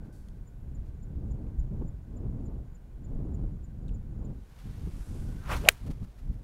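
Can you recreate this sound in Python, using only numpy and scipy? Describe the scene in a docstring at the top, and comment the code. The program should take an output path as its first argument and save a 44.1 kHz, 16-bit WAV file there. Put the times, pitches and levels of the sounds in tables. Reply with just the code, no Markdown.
"""An iron strikes a golf ball on a seaside tee: the ball knocks and the steel head rings under a crack
that overloads the microphone, and turf sprays. Leading in, clothes rustle through the backswing, then the
shaft swishes and the head whistles as they shed vortices. Gusts buffet the microphone throughout, over
a faint wash of sea and leaves and insects chirping in the grass."""
import sys
import numpy as np
from scipy import signal
from scipy.fft import rfft, irfft, next_fast_len
from scipy.io import wavfile
from scipy.ndimage import uniform_filter1d

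SR = 44100
rng = np.random.default_rng(int(sys.argv[2]) if len(sys.argv) > 2 else 0)


def wrap_up_sound(samples):
    """Save the sound to the file named by the first command line argument, as 16-bit audio."""
    columns = np.atleast_2d(samples).T
    # keep every value between -1 and 1, then stretch to whole-number steps
    tamed = np.clip(columns, -1, 1)
    steps = np.round(tamed * 32767).astype(np.int16)
    wavfile.write(sys.argv[1], SR, steps)


N = 283783
TIME = np.arange(N) / SR
CONTACT_S, RELEASE_S = 5.6877, 5.6886   # the face meets the ball; the ball leaves it


def from_db(db):
    """Decibels to gain."""
    return 10 ** (np.asarray(db) / 20)


def rms_one(x):
    """Scale to unit rms."""
    return x / np.sqrt(np.mean(x ** 2) + 1e-20)


def drift(rate_hz):
    """Smooth random modulation, rms 1."""
    step, warm_up = 40, 2000
    pole = np.exp(-2 * np.pi * rate_hz * step / SR)
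    noise = rng.standard_normal(N // step + warm_up + 2)
    slow = signal.lfilter([1], [1, -2 * pole, pole * pole], noise)[warm_up:]
    return np.interp(np.arange(N) / step, np.arange(len(slow)), rms_one(slow))


def coloured_noise(spectrum):
    """Noise with the given spectrum, falling steeply beyond its ends; rms 1."""
    hz, db = np.transpose(spectrum)
    size = next_fast_len(N)
    f = np.maximum(np.fft.rfftfreq(size, 1 / SR), 1)
    roll_off = np.minimum(1, np.minimum(f / hz[0], hz[-1] / f)) ** 3
    gain = from_db(np.interp(np.log(f), np.log(hz), db)) * roll_off
    return rms_one(irfft(gain * rfft(rng.standard_normal(size)), size)[:N])


def resonant_noise(hz, width_hz, envelope=1):
    """Enveloped noise through one band; rms about 1 where the envelope is 1."""
    low = np.sqrt(hz ** 2 + (width_hz / 2) ** 2) - width_hz / 2
    band = signal.butter(2, [low, min(low + width_hz, SR / 2 - 1)], "band", fs=SR, output="sos")
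    return np.sqrt(SR / 2 / width_hz) * signal.sosfilt(band, envelope * rng.standard_normal(N) + 1e-18)


def evened(x, span_s):
    """Hold a signal's running rms near one."""
    return x / np.sqrt(uniform_filter1d(x * x, max(int(span_s * SR), 2)) + 1e-9)


def decay(start, t60):
    """Envelope that jumps to one and dies away."""
    age = TIME - start
    return (age >= 0) * from_db(-60 * np.clip(age / t60, 0, 4))


def swell(centre, half_length):
    """Bell-shaped envelope of height one."""
    return np.exp(-np.minimum(((TIME - centre) / half_length) ** 2, 50))


def arch_db(start, end, rise_db_per_s, fall_db_per_s):
    """Envelope in dB: a steady rise to 0, a hold from start to end, a steady fall."""
    attack = rise_db_per_s * np.maximum(start - TIME, 0)
    release = fall_db_per_s * np.maximum(TIME - end, 0)
    return np.maximum(-attack - release, -200)


def arches(rows):
    """Gain of several rise-hold-fall envelopes, summed in power."""
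    gains = (from_db(db + arch_db(start, end, rise, fall)) for start, end, db, rise, fall in rows)
    return np.sqrt(sum(gain ** 2 for gain in gains))


def open_air(air_db, drone_db, buzz_db, trill_db):
    """Distant sea and leaves, a faint narrow drone, the trill of far insects and one short high buzz."""
    # wash of sea and leaves (frequency [Hz], level [dB])
    air_spectrum = [(100, 7), (400, 2.5), (800, -3), (1300, -10.5), (2000, -13.5), (3000, -19),
                    (5000, -23.5), (9000, -25), (15500, -27)]
    # rise and fall of the far drone (time [s], level [dB])
    drone_curve = [(0.1, -70), (0.35, -77), (2.5, -79), (4.9, -75), (5.35, -63), (5.8, -84)]
    drone_gain = from_db(np.interp(TIME, *np.transpose(drone_curve)) + drone_db)
    drone = drone_gain * resonant_noise(1510, width_hz=150)
    trill = from_db(trill_db) * resonant_noise(6900, width_hz=350)
    buzz = from_db(buzz_db) * swell(.6, 0.16) * resonant_noise(11500, width_hz=500)
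    return from_db(air_db) * coloured_noise(air_spectrum) + drone + trill + buzz


def insects(top_hz, fall_hz, length_s, chirp_db, overtone_db, chorus_db, chorus_gap_s, count):
    """A near insect gives short falling chirps, gradually slowing; far ones answer, fainter and lower."""
    first_s, gap_s, gap_growth_s = 0.472, 0.2765, 0.0023
    answers = .25 + np.cumsum(chorus_gap_s * rng.uniform(.4, 1.6, size=90))
    far = [(s, chorus_db + rng.normal(0, 2.3), rng.normal(6980, 70)) for s in answers]
    near = [(first_s + k * (gap_s + gap_growth_s * (k - 1) / 2), chirp_db, top_hz) for k in range(count)]
    age = np.arange(int(2 * length_s * SR)) / SR
    progress = age / length_s - .5
    chirps = np.zeros(N + len(age))
    for s, db, hz in near + far:
        quaver_hz = 40 * np.sin(2 * np.pi * (rng.uniform(150, 300) * age + rng.random()))
        phase = 2 * np.pi * np.cumsum(hz - fall_hz * progress + quaver_hz) / SR
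        tone = np.sin(phase) + from_db(overtone_db) * np.sin(2 * phase)
        envelope = from_db(db) * np.exp(-((progress - .4) / 0.5) ** 2)
        start = min(int((s - length_s / 2) * SR), N)
        chirps[start:start + len(age)] += envelope * tone
    return chirps[:N]


def wind(lumpy_db, buffet_db, thud_db, gusty_db):
    """Big eddies heave and rumble on the microphone port; in gusts small ones flutter above them."""
    # wind strength at the microphone (time [s], level [dB])
    strength_curve = [(0.0, -44), (0.2, -52), (0.39, -47), (0.55, -53), (0.66, -43), (1.02, -46),
                      (1.22, -39), (1.59, -42), (1.84, -36), (2.02, -51), (2.27, -36), (2.61, -44),
                      (2.81, -57), (3.11, -39), (3.44, -36), (3.65, -48), (3.97, -38), (4.01, -44),
                      (4.3, -39), (4.48, -60), (4.62, -55), (4.67, -38), (4.73, -47), (4.89, -36),
                      (4.91, -49), (4.98, -40), (5.05, -55), (5.1, -41), (5.3, -37), (5.44, -48),
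                      (5.53, -35), (5.68, -42), (5.78, -56), (5.84, -40), (5.91, -35), (5.94, -48),
                      (6.03, -38), (6.11, -62), (6.32, -39), (6.43, -54)]
    # sub-bass of large eddies (frequency [Hz], level [dB])
    heave_spectrum = [(20, -1), (33, 0.5), (60, -2), (80, -14), (120, -35.5)]
    # bass of medium eddies (frequency [Hz], level [dB])
    rumble_spectrum = [(58, -3), (68, -0.5), (90, -2), (125, -3.5), (180, -9), (260, -20), (500, -46)]
    # low mids of small eddies (frequency [Hz], level [dB])
    flutter_spectrum = [(90, -17), (160, -2), (230, 2), (330, -5.5), (480, -12.5), (700, -21.5),
                        (1100, -29.5), (2000, -52), (4000, -59)]
    # thuds of single big eddies (time [s], level [dB])
    thud_cues = [(0.8, -37), (1.34, -32.5), (1.6, -28.5), (1.84, -34), (3.16, -32.5), (3.44, -31.5),
                 (3.92, -34), (4.99, -36), (5.55, -33), (6.28, -32)]
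    # single hard buffets (time [s], level [dB], half-length [s])
    buffet_cues = [(1.358, -44, 0.0091), (1.822, -35.5, 0.011), (2.247, -47, .025), (3.393, -40, 0.004),
                   (3.442, -37, 0.0052), (4.874, -40, .006), (5.9, -38.5, .014)]
    # gusts breaking up into brighter flutter (start [s], end [s], level [dB])
    flurry_cues = [(0.05, 0.08, -52), (1.24, 1.47, -50), (2.2, 2.26, -44), (2.4, 2.53, -46),
                   (3.14, 3.32, -45), (4.22, 4.3, -48), (5.11, 5.2, -50)]
    reference_db, heave_db, rumble_db, flutter_db = -38, -37.2, -37, -48.7
    flurry_rise_db_per_s, flurry_fall_db_per_s = 120, 100
    gust_db = np.interp(TIME, *np.transpose(strength_curve)) - reference_db + gusty_db * drift(8)
    lumps = from_db(lumpy_db * drift(35))   # one passing eddy shakes rumble and flutter together
    thuds = sum(from_db(db + thud_db) * swell(s, half_length=.045) for s, db in thud_cues)
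    buffets = sum(from_db(db + buffet_db) * swell(s, half) for s, db, half in buffet_cues)
    flurries = arches([(*cue, flurry_rise_db_per_s, flurry_fall_db_per_s) for cue in flurry_cues])
    # the smaller the eddies, the more they follow the gusts
    heave_gain = np.hypot(from_db(heave_db + .6 * gust_db), thuds)
    rumble_gain = from_db(rumble_db + gust_db)
    flutter_gain = np.hypot(from_db(flutter_db + 1.08 * gust_db), np.hypot(flurries, buffets))
    heave = heave_gain * evened(coloured_noise(heave_spectrum), span_s=0.14)
    rumble = rumble_gain * evened(coloured_noise(rumble_spectrum) * lumps, span_s=.07)
    flutter = flutter_gain * evened(coloured_noise(flutter_spectrum) * lumps, span_s=.05)
    return heave + rumble + flutter


def clothes(rustle_db, grain_db, sleeve_db):
    """Fabric slides as the body turns, with a few quicker brushes; the sleeves hiss as the arms go up."""
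    # rustle of sliding fabric (frequency [Hz], level [dB])
    cloth_spectrum = [(700, -0.5), (1200, -0.5), (2000, -4.5), (3200, -7), (5000, -9.5), (8000, -13.5),
                      (12500, -14.5), (15500, -23.5)]
    # hiss of the sleeves (frequency [Hz], level [dB])
    sleeve_spectrum = [(2500, -17), (5000, -4), (8500, -0.5), (11000, -3.5), (15500, -19)]
    # backswing, then downswing (start [s], end [s], level [dB], rise [dB/s], fall [dB/s])
    moves = [(4.61, 5.45, -64.8, 50, 11), (5.55, 5.62, -53.5, 110, 78)]
    # quick brushes of sleeve and shoe (time [s], level [dB], half-length [s])
    brush_cues = [(0.06, -73, 0.019), (0.872, -75, 0.033), (4.602, -72, .012), (5.567, -47, 0.012),
                  (5.875, -61, 0.011), (5.913, -57, 0.0082), (6.041, -66, 0.0092), (6.192, -68, 0.012),
                  (6.343, -72, .008)]
    brushes = sum(from_db(db) * swell(s, half) for s, db, half in brush_cues)
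    fabric = rms_one(coloured_noise(cloth_spectrum) * from_db(grain_db * drift(120)))
    shirt = (from_db(rustle_db) * arches(moves) + brushes) * fabric
    sleeves = from_db(sleeve_db) * swell(5.12, .27) * coloured_noise(sleeve_spectrum)
    return shirt + sleeves


def ticks(gain_db):
    """Each small contact is a dying burst of noise in one resonance."""
    # clicks and scrapes of grip, grass and soil (time [s], level [dB], centre [Hz], width [Hz], t60 [s])
    contacts = [(0.125, -64, 6500, 9000, 0.95), (0.125, -74.5, 4600, 150, 0.65),
                (0.286, -48.5, 1200, 7500, .009), (1.469, -58, 1500, 1800, .012),
                (3.881, -51.5, 3630, 900, 0.016), (3.8811, -64, 7000, 3000, 0.066),
                (3.8924, -53.5, 2600, 1400, 0.013), (5.6518, -34, 2880, 908, 0.012),
                (5.7164, -39, 10000, 4000, .01), (5.7205, -42, 9800, 3000, .01),
                (5.7234, -42, 9000, 3000, 0.014)]
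    bursts = (from_db(db) * resonant_noise(hz, width, decay(s, t60)) for s, db, hz, width, t60 in contacts)
    return from_db(gain_db) * sum(bursts)


def turf(cut_db, cut_t60, spray_db, spray_t60, grain_db):
    """The sole cuts through the grass and throws up a grainy spray."""
    # tearing turf (frequency [Hz], level [dB])
    turf_spectrum = [(300, -5.5), (550, 1.5), (900, -7.5), (2000, -1), (3200, -7), (5000, -13), (9000, -12),
                     (12500, -15), (15500, -11)]
    cut = from_db(cut_db) * decay(RELEASE_S, cut_t60)
    spray = from_db(spray_db) * decay(RELEASE_S, spray_t60)
    grains = coloured_noise(turf_spectrum) * from_db(grain_db * drift(400))
    return (cut + spray) * evened(grains, span_s=.006)


def shaft_swish(shaft_db, bite_db):
    """The shaft sheds vortices at all pitches; its fast end opens the swish with a narrower bite."""
    # air rushing round the shaft (frequency [Hz], level [dB])
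    shaft_spectrum = [(300, -4.5), (550, 0), (800, -1.5), (1170, 2), (1700, -5.5), (2700, -8),
                      (4100, -19.5), (7000, -22.5), (11000, -25.5), (15500, -32)]
    # sweeps on the way down and into the ball (start [s], end [s], level [dB], rise [dB/s], fall [dB/s])
    sweeps = [(5.518, 5.54, -30.5, 410, 520), (5.674, 5.687, -41.5, 290, 1300)]
    rush = from_db(shaft_db) * arches(sweeps) * coloured_noise(shaft_spectrum)
    bite_envelope = swell(5.502, 0.014) + from_db(-17.5) * swell(5.47, .05)
    return rush + from_db(bite_db) * resonant_noise(1260, width_hz=450, envelope=bite_envelope)


def head_whistle(whistle_db, wander, turbulence):
    """The head sheds one ragged, throbbing tone that climbs as it speeds up and drops as it goes by."""
    top_s, top_hz, climb_octaves_per_s, drop_octaves_per_s = 5.677, 770, 20, 25
    loudest_s, throb_period_s, throb_depth_db = 5.683, .02, 4
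    past_top = TIME - top_s
    hz = top_hz * 2 ** np.minimum(climb_octaves_per_s * past_top, -drop_octaves_per_s * past_top)
    envelope_db = arch_db(loudest_s, loudest_s, rise_db_per_s=290, fall_db_per_s=900)
    throb_db = throb_depth_db * np.cos(2 * np.pi * (TIME - loudest_s) / throb_period_s)
    phase = 2 * np.pi * np.cumsum(hz * (1 + wander * drift(150))) / SR
    tone = np.sin(phase) + turbulence * (drift(220) * np.sin(phase) + drift(220) * np.cos(phase))
    return from_db(whistle_db + envelope_db + throb_db) * evened(tone, span_s=.01)


def strike(ring_db, crack_db, crack_t60, scuff_db):
    """The squeezed ball knocks and scuffs up the face; the steel head rings under a bright crack."""
    # the ball's knock, a few cycles long (frequency [Hz], level [dB], half-length [s])
    knock_pulses = [(660, -12, 0.0013), (1580, -12, .0007), (2480, 5.5, 0.00053)]
    # modes of the club head (frequency [Hz], level [dB], t60 [s])
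    head_modes = [(1184, -23.5, .014), (1620, -11, 0.012), (2010, -23, .016), (2560, -19, .012),
                  (3180, -13, 0.011), (3900, -18, 0.0095), (4400, -15.5, 0.0091), (4757, -17, .008),
                  (5180, -22.5, 0.011), (6540, -20, .009), (7160, -19.5, 0.0099), (7950, -18, .008),
                  (8820, -18.5, 0.0082), (9700, -19, .006), (10230, -15, .006), (12500, -13, .006),
                  (13050, -16, .005), (13900, -22, .006)]
    # bright noise of the impact (frequency [Hz], level [dB])
    crack_spectrum = [(900, -9.5), (1700, -3), (3500, 0), (5500, -2.5), (8000, -4), (12500, -7),
                      (14000, -14), (15500, -24.5)]
    knock = sum(from_db(db) * swell(CONTACT_S, half) * np.sin(2 * np.pi * hz * (CONTACT_S - TIME))
                for hz, db, half in knock_pulses)
    ring = np.zeros(N)
    for k, (hz, db, t60) in enumerate(head_modes):
        tone = (-1) ** k * np.sin(2 * np.pi * hz * (TIME - RELEASE_S))   # alternating polarity
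        ring += from_db(db) * decay(RELEASE_S, t60) * tone
    scuff = from_db(scuff_db) * swell(CONTACT_S, 0.00065)
    crack = from_db(crack_db) * decay(RELEASE_S, crack_t60)
    noise = evened(coloured_noise(crack_spectrum), span_s=0.00087)
    return knock + from_db(ring_db) * ring + (scuff + crack) * noise


def scene():
    """The shot and its surroundings, mixed in mono."""
    gusts = wind(lumpy_db=1.7, buffet_db=-1.0, thud_db=0.5, gusty_db=0.5)
    coast = open_air(air_db=-64, drone_db=-4.0, buzz_db=-87, trill_db=-96)
    chirps = insects(top_hz=7170, fall_hz=200, length_s=0.019, chirp_db=-64, overtone_db=-19,
                     chorus_db=-83.5, chorus_gap_s=0.05, count=14)
    golfer = clothes(rustle_db=1.5, grain_db=1.5, sleeve_db=-66) + ticks(gain_db=-5.5)
    swish = shaft_swish(shaft_db=-1.5, bite_db=-40)
    whistle = head_whistle(whistle_db=-30.5, wander=.04, turbulence=0.47)
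    hit = strike(ring_db=4.0, crack_db=-12, crack_t60=.011, scuff_db=-13)
    divot = turf(cut_db=-26.5, cut_t60=0.032, spray_db=-46, spray_t60=0.2, grain_db=7.0)
    return (gusts + coast + chirps + golfer + swish + whistle + hit + divot)[None, :]


def record(dry):
    """The crack overloads the input into soft clipping; a steep low-pass cuts the top."""
    ceiling, cutoff_hz = .93, 15700
    clipped = dry / (1 + (np.abs(dry) / ceiling) ** 6) ** (1 / 6)
    return signal.sosfilt(signal.ellip(10, .1, 80, cutoff_hz, fs=SR, output="sos"), clipped)


dry = scene()
out = record(dry)
wrap_up_sound(out)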